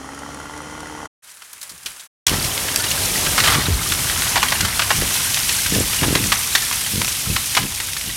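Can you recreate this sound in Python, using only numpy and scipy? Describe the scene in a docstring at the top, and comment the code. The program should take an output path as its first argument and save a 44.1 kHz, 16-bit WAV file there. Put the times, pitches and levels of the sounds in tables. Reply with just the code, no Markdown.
"""A spruce crown crashes through the forest: needles hiss, twigs crackle and boughs snap as volleys of tearing fibre.
The trunk booms on the slope as a sinking tone, and limbs thud into the soil as runs of knocks.
Before that the hinge wood ticks and cracks as the tree leans, and first a chainsaw idles beside the cut tree,
its pops ringing muffler and casing. Silent breaks part the three stretches. One microphone, heard in mono."""
import sys
import numpy as np
from scipy import signal
from scipy.fft import rfft, irfft
from scipy.io import wavfile
from scipy.ndimage import uniform_filter1d

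SR = 44100
rng = np.random.default_rng(int(sys.argv[2]) if len(sys.argv) > 2 else 0)


def dump_mix(stems):
    """Bounce the given channels to the path in sys.argv[1] as a 16-bit WAV at rate SR."""
    frames = np.atleast_2d(stems).T  # one column per channel
    limited = np.clip(frames, -1, 1)  # hard clip at full scale
    pcm = np.round(limited * 32767).astype(np.int16)
    wavfile.write(sys.argv[1], SR, pcm)


N = 360076
TIME = np.arange(N) / SR
# stretches that sound, with silence between: (start t/s, end t/s)
SAW_SPAN, LEAN_SPAN, CRASH_SPAN = (-1, 1.066), (1.232, 2.066), (2.267, 9)


def from_db(db):
    """Amplitude factor of a level in dB."""
    return 10 ** (np.asarray(db) / 20)


def rms_one(x):
    """Scale a sound to rms 1."""
    return x / np.sqrt(np.mean(x ** 2) + 1e-20)


def in_time(rows):
    """Each column of a curve, at every sample."""
    s, *columns = np.transpose(rows)
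    return [np.interp(TIME, s, column) for column in columns]


def during(span, fade_s=0.021):
    """One inside the span, with short fades centred on its ends."""
    start, end = span
    fade_in = np.clip((TIME - start) / fade_s + .5, 0, 1)
    fade_out = np.clip((end - TIME) / fade_s + .5, 0, 1)
    return fade_in * fade_out


def drift(rate_hz):
    """Slow random wander of rms 1: noise through a double low-pass."""
    step = 40  # samples between points of the wander
    r = np.exp(-2 * np.pi * rate_hz * step / SR)
    noise = rng.standard_normal(N // step + 2002)
    slow = signal.lfilter([1], [1, -2 * r, r * r], noise)[2000:]  # skip the filter's start
    return np.interp(np.arange(N) / step, np.arange(len(slow)), rms_one(slow))


def band(x, low_hz, high_hz, order=2):
    """Butterworth band-pass."""
    edges = [low_hz, min(high_hz, .45 * SR)]
    return signal.sosfilt(signal.butter(order, edges, "band", fs=SR, output="sos"), x + 1e-18)


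def resonance(x, hz, width_hz):
    """One resonance, gain about 1 on top."""
    r = np.exp(-np.pi * width_hz / SR)
    zeros = np.array([1, 0, -1]) * (1 - r * r) / 2
    poles = [1, -2 * r * np.cos(2 * np.pi * hz / SR), r * r]
    return signal.lfilter(zeros, poles, x + 1e-18)


def coloured(x, colour):
    """Give a steady texture its spectrum; rms 1."""
    hz, db = np.transpose(colour)
    bins_hz = np.maximum(np.arange(N // 2 + 1) * SR / N, 1)
    gain = from_db(np.interp(np.log(bins_hz), np.log(hz), db))
    gain = gain * np.minimum(bins_hz / hz[0], 1) ** 2  # falls away below the first row
    return rms_one(irfft(rfft(x) * gain, N))


def whitened(x, width_hz=900):
    """Even out the broad tilt of a sound; narrow resonances and timing stay."""
    spectrum = rfft(x)
    broad_power = uniform_filter1d(np.abs(spectrum) ** 2, int(width_hz * N / SR))
    return irfft(spectrum / np.sqrt(np.abs(broad_power) + 1e-12), N)


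def crackle(per_s, spread_db, clump_db, low_hz, high_hz, sharpness, count=14):
    """Clumps of tiny clicks, mostly weak, each ringing briefly at one of several pitches."""
    born = rng.random(N) < per_s * from_db(clump_db * drift(25)) / SR
    sizes = from_db(spread_db * np.minimum(rng.exponential(1, N), 4))
    clicks = born * sizes * rng.choice([-1, 1], N)
    dealt = rng.integers(0, count, N)
    pitches_hz = np.geomspace(low_hz, high_hz, count)
    return rms_one(sum(resonance(clicks * (dealt == k), hz, hz / sharpness) for k, hz in enumerate(pitches_hz)))


def volley(length, tail_share, grain_db):
    """Many small impulses that sag a little over a length in seconds and then die."""
    age = np.arange(SR // 5) / SR
    shape = np.exp(-.5 * age / length - np.maximum(age - length, 0) / (tail_share * length))
    fibres, sizes = rng.standard_normal((2, len(age)))
    return fibres * from_db(grain_db * sizes) * shape


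def add(out, s, sound, db, length):
    """Place a sound at a time, with the energy of its level held over its length."""
    at = round(s * SR)
    scale = from_db(db) * np.sqrt(length * SR / np.sum(sound ** 2))
    out[at:at + len(sound)] += (scale * sound)[:N - at]


def swells(rows, attack_s, release_s):
    """Joint amplitude of events that each rise, hold for their length and die."""
    power = np.zeros(N)
    for s, db, _, length in rows:
        before = np.maximum(s - TIME, 0) / attack_s
        after = np.maximum(TIME - s - length, 0) / release_s
        power += from_db(db) ** 2 * np.exp(-2 * np.minimum(before + after, 20))
    return np.sqrt(power)


def around_landing(peak_db, rise_db_per_s, drop_db, fade_db_per_s):
    """Level in dB that climbs until the crown meets the slope, drops quickly and then ebbs."""
    landing_s, drop_s = 3.5, 0.07
    before, after = np.maximum(landing_s - TIME, 0), np.maximum(TIME - landing_s, 0)
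    drop = drop_db * (1 - np.exp(-after / drop_s))
    return peak_db - rise_db_per_s * before - drop - fade_db_per_s * after


# the crown on its way down: (t/s, needles level/dB, twigs level/dB)
CROWN_LEVELS = [(2.3, -23.5, -29), (2.75, -24, -33.5), (3.15, -20.5, -31), (3.38, -20, -30.5),
                (3.53, -19.5, -17), (3.68, -26, -30), (3.95, -21.5, -32.5), (4.33, -22, -25.5),
                (4.72, -23.5, -29), (5.15, -20, -29), (5.55, -20, -34), (6.1, -21.5, -31),
                (7.48, -23.3, -37.5), (7.65, -25.5, -36), (8.16, -27, -42.5)]
# spectra of needles, twigs and swish: (f/Hz, relative level per Hz/dB)
NEEDLE_SPECTRUM = [(500, -15.5), (1500, -2), (3000, 3), (4500, 1.5), (5600, 4), (7200, 2), (9200, 4),
                   (12000, 1.5), (14000, -2.5), (15800, -10)]
TWIG_SPECTRUM = [(400, -9.5), (700, 0), (1000, 5), (1500, 3.5), (2100, 3.5), (2700, 0.5), (4000, -0.5),
                 (7000, -8), (14000, -42)]
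SWISH_SPECTRUM = [(100, -1), (220, -2), (400, 0), (650, -1.5), (1000, -4.5), (2500, -19.5)]


def crown():
    """Needles hiss in flurries, twigs break by the hundred and boughs swish through the air."""
    needle_db, twig_db = in_time(CROWN_LEVELS)
    fine = crackle(per_s=12000, spread_db=2.4, clump_db=2, low_hz=2000, high_hz=14000, sharpness=4)
    coarse = crackle(per_s=1100, spread_db=4.0, clump_db=3.0, low_hz=700, high_hz=6060, sharpness=5.0)
    # narrow ringing ticks at many pitches, in clumps
    ringing_ticks = crackle(per_s=60, spread_db=3.0, clump_db=6.5, low_hz=1200, high_hz=11000, sharpness=40, count=24)
    dull_ticks = crackle(per_s=100, spread_db=4.0, clump_db=2.5, low_hz=3000, high_hz=11700, sharpness=2.5)
    hiss = fine + 1.47 * rng.standard_normal(N) + from_db(-10) * ringing_ticks + from_db(-10) * dull_ticks
    needles = from_db(needle_db + 0.69 * drift(29)) * coloured(hiss, NEEDLE_SPECTRUM)
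    # shattered twigs trail each snap
    tails = from_db(-19.5) * swells(SNAPS, attack_s=0.0018, release_s=0.027)
    breaking = coarse + 1.6 * rng.standard_normal(N) + from_db(-3.5) * ringing_ticks
    twigs = np.hypot(from_db(twig_db), tails) * coloured(breaking, TWIG_SPECTRUM)
    swish_db = around_landing(peak_db=-29.5, rise_db_per_s=3, drop_db=6, fade_db_per_s=2.5)
    swish = from_db(swish_db) * coloured(rng.standard_normal(N), SWISH_SPECTRUM)
    return needles + twigs + swish


# breaking wood, the hinge first and then the boughs: (t/s, level/dB, lowest pitch f/Hz, length of the tear/s)
SNAPS = [(1.421, -34, 1390, .0053), (1.531, -30.5, 7400, 0.0034), (1.614, -30.5, 4740, 0.0056),
         (1.629, -28.5, 5700, 0.0057), (1.694, -33, 4500, 0.011), (1.779, -38, 5000, .0035),
         (1.833, -37, 4500, .004), (1.86, -22, 2700, 0.0073), (1.996, -35, 3480, 0.012),
         (2.267, -5.5, 3300, 0.0044), (2.281, -14, 2730, 0.0047), (2.295, -11, 3500, 0.0014),
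         (2.326, -24, 620, .023), (2.447, -21.5, 3000, 0.0032), (2.577, -19, 2500, .0047),
         (2.76, -7, 4440, 0.0024), (2.84, -19, 1900, 0.0083), (2.913, -17.5, 3010, .0055),
         (3.196, -23, 2100, 0.0045), (3.264, -17.5, 1400, .0088), (3.379, -11.5, 1130, 0.012),
         (3.402, -10, 1750, 0.0047), (3.437, -15, 1450, 0.025), (3.474, -11.5, 1200, 0.013),
         (3.503, -19, 1200, 0.0081), (3.546, -15, 1310, .008), (3.664, -21, 1100, 0.007),
         (3.921, -12.5, 1460, 0.0042), (4.221, -15.5, 1500, 0.0032), (4.357, -12.5, 890, 0.013),
         (4.376, -14.5, 1400, 0.0073), (4.429, -9, 1100, 0.0073), (4.521, -13, 1040, 0.0069),
         (4.607, -12, 2500, 0.0058), (4.649, -15.5, 1450, 0.0084), (4.793, -11.5, 1235, 0.0088),
         (4.819, -14.5, 1310, 0.0066), (4.904, -10.5, 920, .012), (5.013, -20, 1600, 0.0085),
         (5.344, -11.5, 3000, 0.0029), (5.492, -13.5, 2500, .0054), (6.032, -16.5, 970, 0.013),
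         (6.152, -10, 1400, 0.0065), (6.239, -17, 2200, .0034), (6.32, -9, 1260, 0.0092),
         (6.551, -7, 1710, 0.0079), (6.622, -19, 4200, .003), (6.712, -18, 1200, 0.0048),
         (6.863, -21, 1900, 0.0085), (7.016, -13, 1290, 0.0036), (7.046, -15, 2600, .0024),
         (7.079, -18.5, 1200, 0.0036), (7.363, -12.5, 1150, 0.0055), (7.55, -13.5, 2060, .0053),
         (7.568, -9, 1140, 0.011), (7.801, -19.5, 1420, 0.0051), (7.933, -19.5, 2900, 0.0032),
         (7.966, -21, 1710, .0067)]


def snaps(rows):
    """Fibres tear in a volley: bright splinters over the short, woody ring of the bough near its lowest pitch."""
    out = np.zeros(N)
    for s, db, low_hz, length in rows:
        high_hz = 3640 * (low_hz / 1200) ** 0.87  # the splinters' top climbs with the pitch
        tear = volley(length, tail_share=0.6, grain_db=2.0)
        splinters = band(tear, low_hz, high_hz) + from_db(9.0) * band(tear, low_hz, high_hz, order=1)
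        wood_hz = 1.08 * low_hz
        wood = resonance(tear, wood_hz, wood_hz / 2.5)
        add(out, s, rms_one(splinters) + from_db(-4.5) * rms_one(wood), db, length)
    return out


def small_branches():
    """Chance snaps while the crown moves, as rows like those of the boughs."""
    per_s, lowest_hz, highest_hz, tear_s = 10, 1100, 3860, 0.0043
    below_needles_db, spread_db = 3.5, 8.5
    needle_db, _ = in_time(CROWN_LEVELS)
    stretch_s = TIME[-1] - CRASH_SPAN[0]
    rows = []
    for when, size, pitch, tear in rng.random((int(per_s * stretch_s), 4)):
        s = CRASH_SPAN[0] + when * stretch_s
        db = needle_db[int(s * SR)] - below_needles_db + spread_db * (2 * size - 1)
        low_hz = lowest_hz * (highest_hz / lowest_hz) ** pitch
        rows.append((s, db, low_hz, tear_s * (.5 + tear)))
    return rows


def trunk():
    """The stem beds into the soil: a few heavy swings, ever slower."""
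    start_s, level_db, start_hz, sag_hz_per_s = 3.683, -16, 110, 720
    attack_s, hold_s, release_s = 0.0045, .062, .016
    age = np.maximum(TIME - start_s, 0)
    hz = np.maximum(start_hz - sag_hz_per_s * age, start_hz / 3)
    shape = np.minimum(age / attack_s, 1) * np.exp(-np.maximum(age - hold_s, 0) / release_s)
    swing = np.sqrt(2) * np.sin(2 * np.pi * np.cumsum(hz * (age > 0)) / SR)
    return from_db(level_db) * shape * swing


def knocks(length):
    """Unevenly spaced contacts of one limb with the soil, on the whole hardest in the middle of the run."""
    gap_s, edge_db, spread_db = .022, -3, 3.5
    count = max(round(length / gap_s), 1)
    place = np.arange(count)
    uneven = 0.256 * rng.uniform(-1.003, 1, count) * (place > 0)  # the first contact is on time
    at_s = np.maximum(place + uneven, 0) * gap_s
    from_middle = 2 * (place + .5) / count - 1
    strength = from_db(edge_db * from_middle ** 2 + spread_db * rng.standard_normal(count))
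    train = np.zeros(SR // 5)
    train[np.minimum((at_s * SR).astype(int), len(train) - 1)] = strength
    return train


# limbs hitting the soil: (t/s, level/dB, centre f/Hz, length/s)
LIMB_THUDS = [(1.715, -52, 230, .04), (1.857, -49, 300, 0.015), (2.316, -23, 170, 0.037),
              (2.384, -27, 282, .021), (2.452, -29.5, 110, .04), (3.559, -23.5, 160, 0.036),
              (3.684, -22.5, 208, 0.017), (3.911, -32, 189, 0.023), (4.603, -28.5, 110, .07),
              (4.986, -22, 85, .025), (5.022, -24, 350, .014), (5.723, -21, 206, .11),
              (6.021, -21.5, 218, 0.15), (6.2, -27, 150, 0.098), (6.937, -27, 150, 0.095),
              (7.274, -24, 109, 0.073), (7.589, -28.5, 139.5, 0.078), (8.076, -33, 108, 0.031)]


def thuds():
    """Each knock gives the soil a dead push and the limb a dull ring, with a patter of clods and litter."""
    wood_hz, wood_width_hz = 520, 380
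    out = np.zeros(N)
    for s, db, hz, length in LIMB_THUDS:
        touches = knocks(length)
        push = band(touches, hz / 3.15, hz * 1.56)
        wood = resonance(band(touches, hz, 4 * hz), wood_hz, wood_width_hz)
        patter = band(volley(length, tail_share=0.13, grain_db=11.0), hz / 3.1, hz * 1.63)
        wood_gain = from_db(-9) * hz / wood_hz * 2  # higher thuds ring more
        thud = rms_one(patter) - from_db(2.5) * rms_one(push) + wood_gain * rms_one(wood)
        add(out, s, thud, db, length)
    return out


# spectrum of the leaning tree: (f/Hz, relative level per Hz/dB)
LEAN_SPECTRUM = [(50, -9.5), (200, -13), (400, -11.5), (800, -7.5), (1500, -2.5), (2600, -5), (4500, -6.5),
                 (6000, -5.5), (9800, -2.5), (12000, -7), (15500, -16)]


def leaning():
    """The crown stirs and the hinge fibres tick, most of all after each crack."""
    start_db, rise_db_per_s = -43.5, 2
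    lean_s = np.clip(TIME, *LEAN_SPAN) - LEAN_SPAN[0]
    stir = from_db(start_db + rise_db_per_s * lean_s)
    tails = from_db(-11) * swells(SNAPS, attack_s=.002, release_s=0.1)
    ticks = crackle(per_s=610, spread_db=0.5, clump_db=9.0, low_hz=900, high_hz=13000, sharpness=2.9)
    return np.hypot(stir, tails) * coloured(rng.standard_normal(N) + 0.69 * ticks, LEAN_SPECTRUM)


# exhaust and casing spectrum: (f/Hz, relative level per Hz/dB)
SAW_SPECTRUM = [(29, -34.5), (50, -11), (144, -14), (221, -10), (295, -9.5), (375, -15.5), (455, -12),
                (1440, -15.5), (2020, -20), (2330, -25), (3180, -24), (3850, -29.5), (5790, -25),
                (10600, -31.5), (15500, -48)]
# muffler and casing resonances, low to high: (f/Hz, width/Hz, relative level/dB)
SAW_RESONANCES = [(450, 70, -7), (880, 90, -2), (1160, 100, -2), (1420, 90, 1), (1980, 200, 1),
                  (3100, 170, 2), (4180, 130, -2), (5330, 50, 0), (5850, 200, 0), (6750, 250, -1),
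                  (9000, 300, 0), (10500, 110, 8)]
# clean engine orders, the upper ones a whine: (multiple of the firing rate, level/dB)
ENGINE_ORDERS = [(1, -49), (2, -49), (4, -43.5), (6, -54), (8, -55), (12, -51.5), (18, -54), (19, -50),
                 (27, -57)]


def chainsaw():
    """A two-stroke at idle catches only every second or third turn; each pop rings the muffler and casing."""
    # the idle creeps up and settles, wavering a little
    start_hz, settled_hz, settle_s, waver_hz = 65.6, 76.6, .38, 0.16
    creep_hz = (start_hz - settled_hz) * np.exp(-TIME / settle_s)
    firing_hz = settled_hz + creep_hz + waver_hz * drift(14)
    turns = np.cumsum(firing_hz) / SR
    count = int(turns[-1]) + 1
    caught = np.isin(np.arange(count), np.cumsum(rng.choice([2, 2, 3], count)))
    turn_db = -5.5 * ~caught + rng.standard_normal(count)  # turns that miss are weaker
    strength = from_db(turn_db)[turns.astype(int)]
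    puff_s = .003
    puffs = strength * np.exp(-(turns % 1) / firing_hz / puff_s)
    kicks = np.diff(np.floor(turns), prepend=0) * strength
    # a kick and a puff of gas leave the muffler
    exhaust = 4.5 * kicks + 0.62 * rng.standard_normal(N) * puffs
    pops = resonance(band(exhaust, 80, 2600), hz=950, width_hz=600)
    # they come again off the ground, by a path little more than a metre longer
    echo_s = 0.0037
    pops = pops + 0.2 * np.interp(TIME - echo_s, TIME, pops)
    # the casing buzzes all through the turn, a little more at each pop
    casing = 0.26 * rng.standard_normal(N) * (1.65 + 1.0 * puffs)
    source = whitened(4 * pops + casing)
    ringing = sum(from_db(db) * resonance(source, hz, width) for hz, width, db in SAW_RESONANCES)
    clatter_db = -34 + 0.16 * (firing_hz - settled_hz)  # louder as the idle climbs
    clatter = from_db(clatter_db) * coloured(1.13 * source + ringing, SAW_SPECTRUM)
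    hum = np.zeros(N)
    for order, db in ENGINE_ORDERS:
        hum += from_db(db) * np.sqrt(2) * np.sin(2 * np.pi * (order * turns + rng.random()))
    return (clatter + hum * from_db(0.89 * drift(28))) * during(SAW_SPAN)


# the slack chain clinks on the bar: (t/s, level/dB)
CHAIN_CLINKS = [(0.147, -37), (0.190, -34.5), (0.344, -35), (0.400, -38), (0.576, -35.5), (0.617, -40),
                (0.710, -40), (0.804, -35), (0.870, -39)]


def chain():
    """Loose links rattle briefly and ring the bar at the saw's highest resonances."""
    out = np.zeros(N)
    for s, db in CHAIN_CLINKS:
        links = band(volley(.003, tail_share=0.8, grain_db=3), 2000, 10500, order=3)
        bar = sum(resonance(links, hz, width) for hz, width, _ in SAW_RESONANCES[-4:])
        add(out, s, 0.36 * links + bar, db, .004)
    return out


# spectrum of the shaking ground: (f/Hz, relative level per Hz/dB)
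GROUND_SPECTRUM = [(20, -17), (40, -3), (65, 1.5), (100, 3), (170, -3.5), (280, -10), (600, -29),
                   (1500, -41)]


def ground():
    """The slope rumbles under the sliding tree and shakes at every limb that hits it."""
    rumble_db = around_landing(peak_db=-27, rise_db_per_s=11.5, drop_db=2.5, fade_db_per_s=2.6)
    rumble = from_db(rumble_db) * during(CRASH_SPAN)
    shakes = from_db(-4) * swells(LIMB_THUDS, attack_s=0.039, release_s=0.058)
    return np.hypot(rumble, shakes) * coloured(rng.standard_normal(N), GROUND_SPECTRUM)


def forest(x, dull_hz):
    """Trunks and slope scatter a thin tail of echoes."""
    t60_s = 0.22
    age = np.arange(SR) / SR
    sparse = rng.standard_normal(SR) * (rng.random(SR) < .1)
    echoes = sparse * from_db(-60 * age / t60_s) * (age > .006)  # the first echo comes after 6 ms
    echoes = band(echoes, 140, dull_hz, order=1)
    return signal.fftconvolve(x, echoes / np.sqrt(np.sum(echoes ** 2)))[:N]


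def scene():
    """The saw, the leaning tree and the crash, each in its own stretch, alike in both channels."""
    crash, lean, saw = crown(), leaning(), chainsaw() + chain()
    blows = snaps(SNAPS) + snaps(small_branches()) + trunk() + thuds()
    blows = blows + from_db(-14) * forest(blows, dull_hz=7000) + ground()
    lean_part = (lean + blows) * during(LEAN_SPAN)
    crash_part = (crash + blows) * during(CRASH_SPAN, fade_s=0.0037)
    mono = saw + lean_part + crash_part
    return np.array([mono, mono])


def record(dry):
    """Peaks are rounded near full scale, then a steep low-pass cuts the top."""
    cutoff_hz = 15900
    rounded = 1.1 * np.tanh(dry / 1.1)
    return signal.sosfilt(signal.ellip(12, .1, 100, cutoff_hz, fs=SR, output="sos"), rounded)


dry = scene()
out = record(dry)
dump_mix(out)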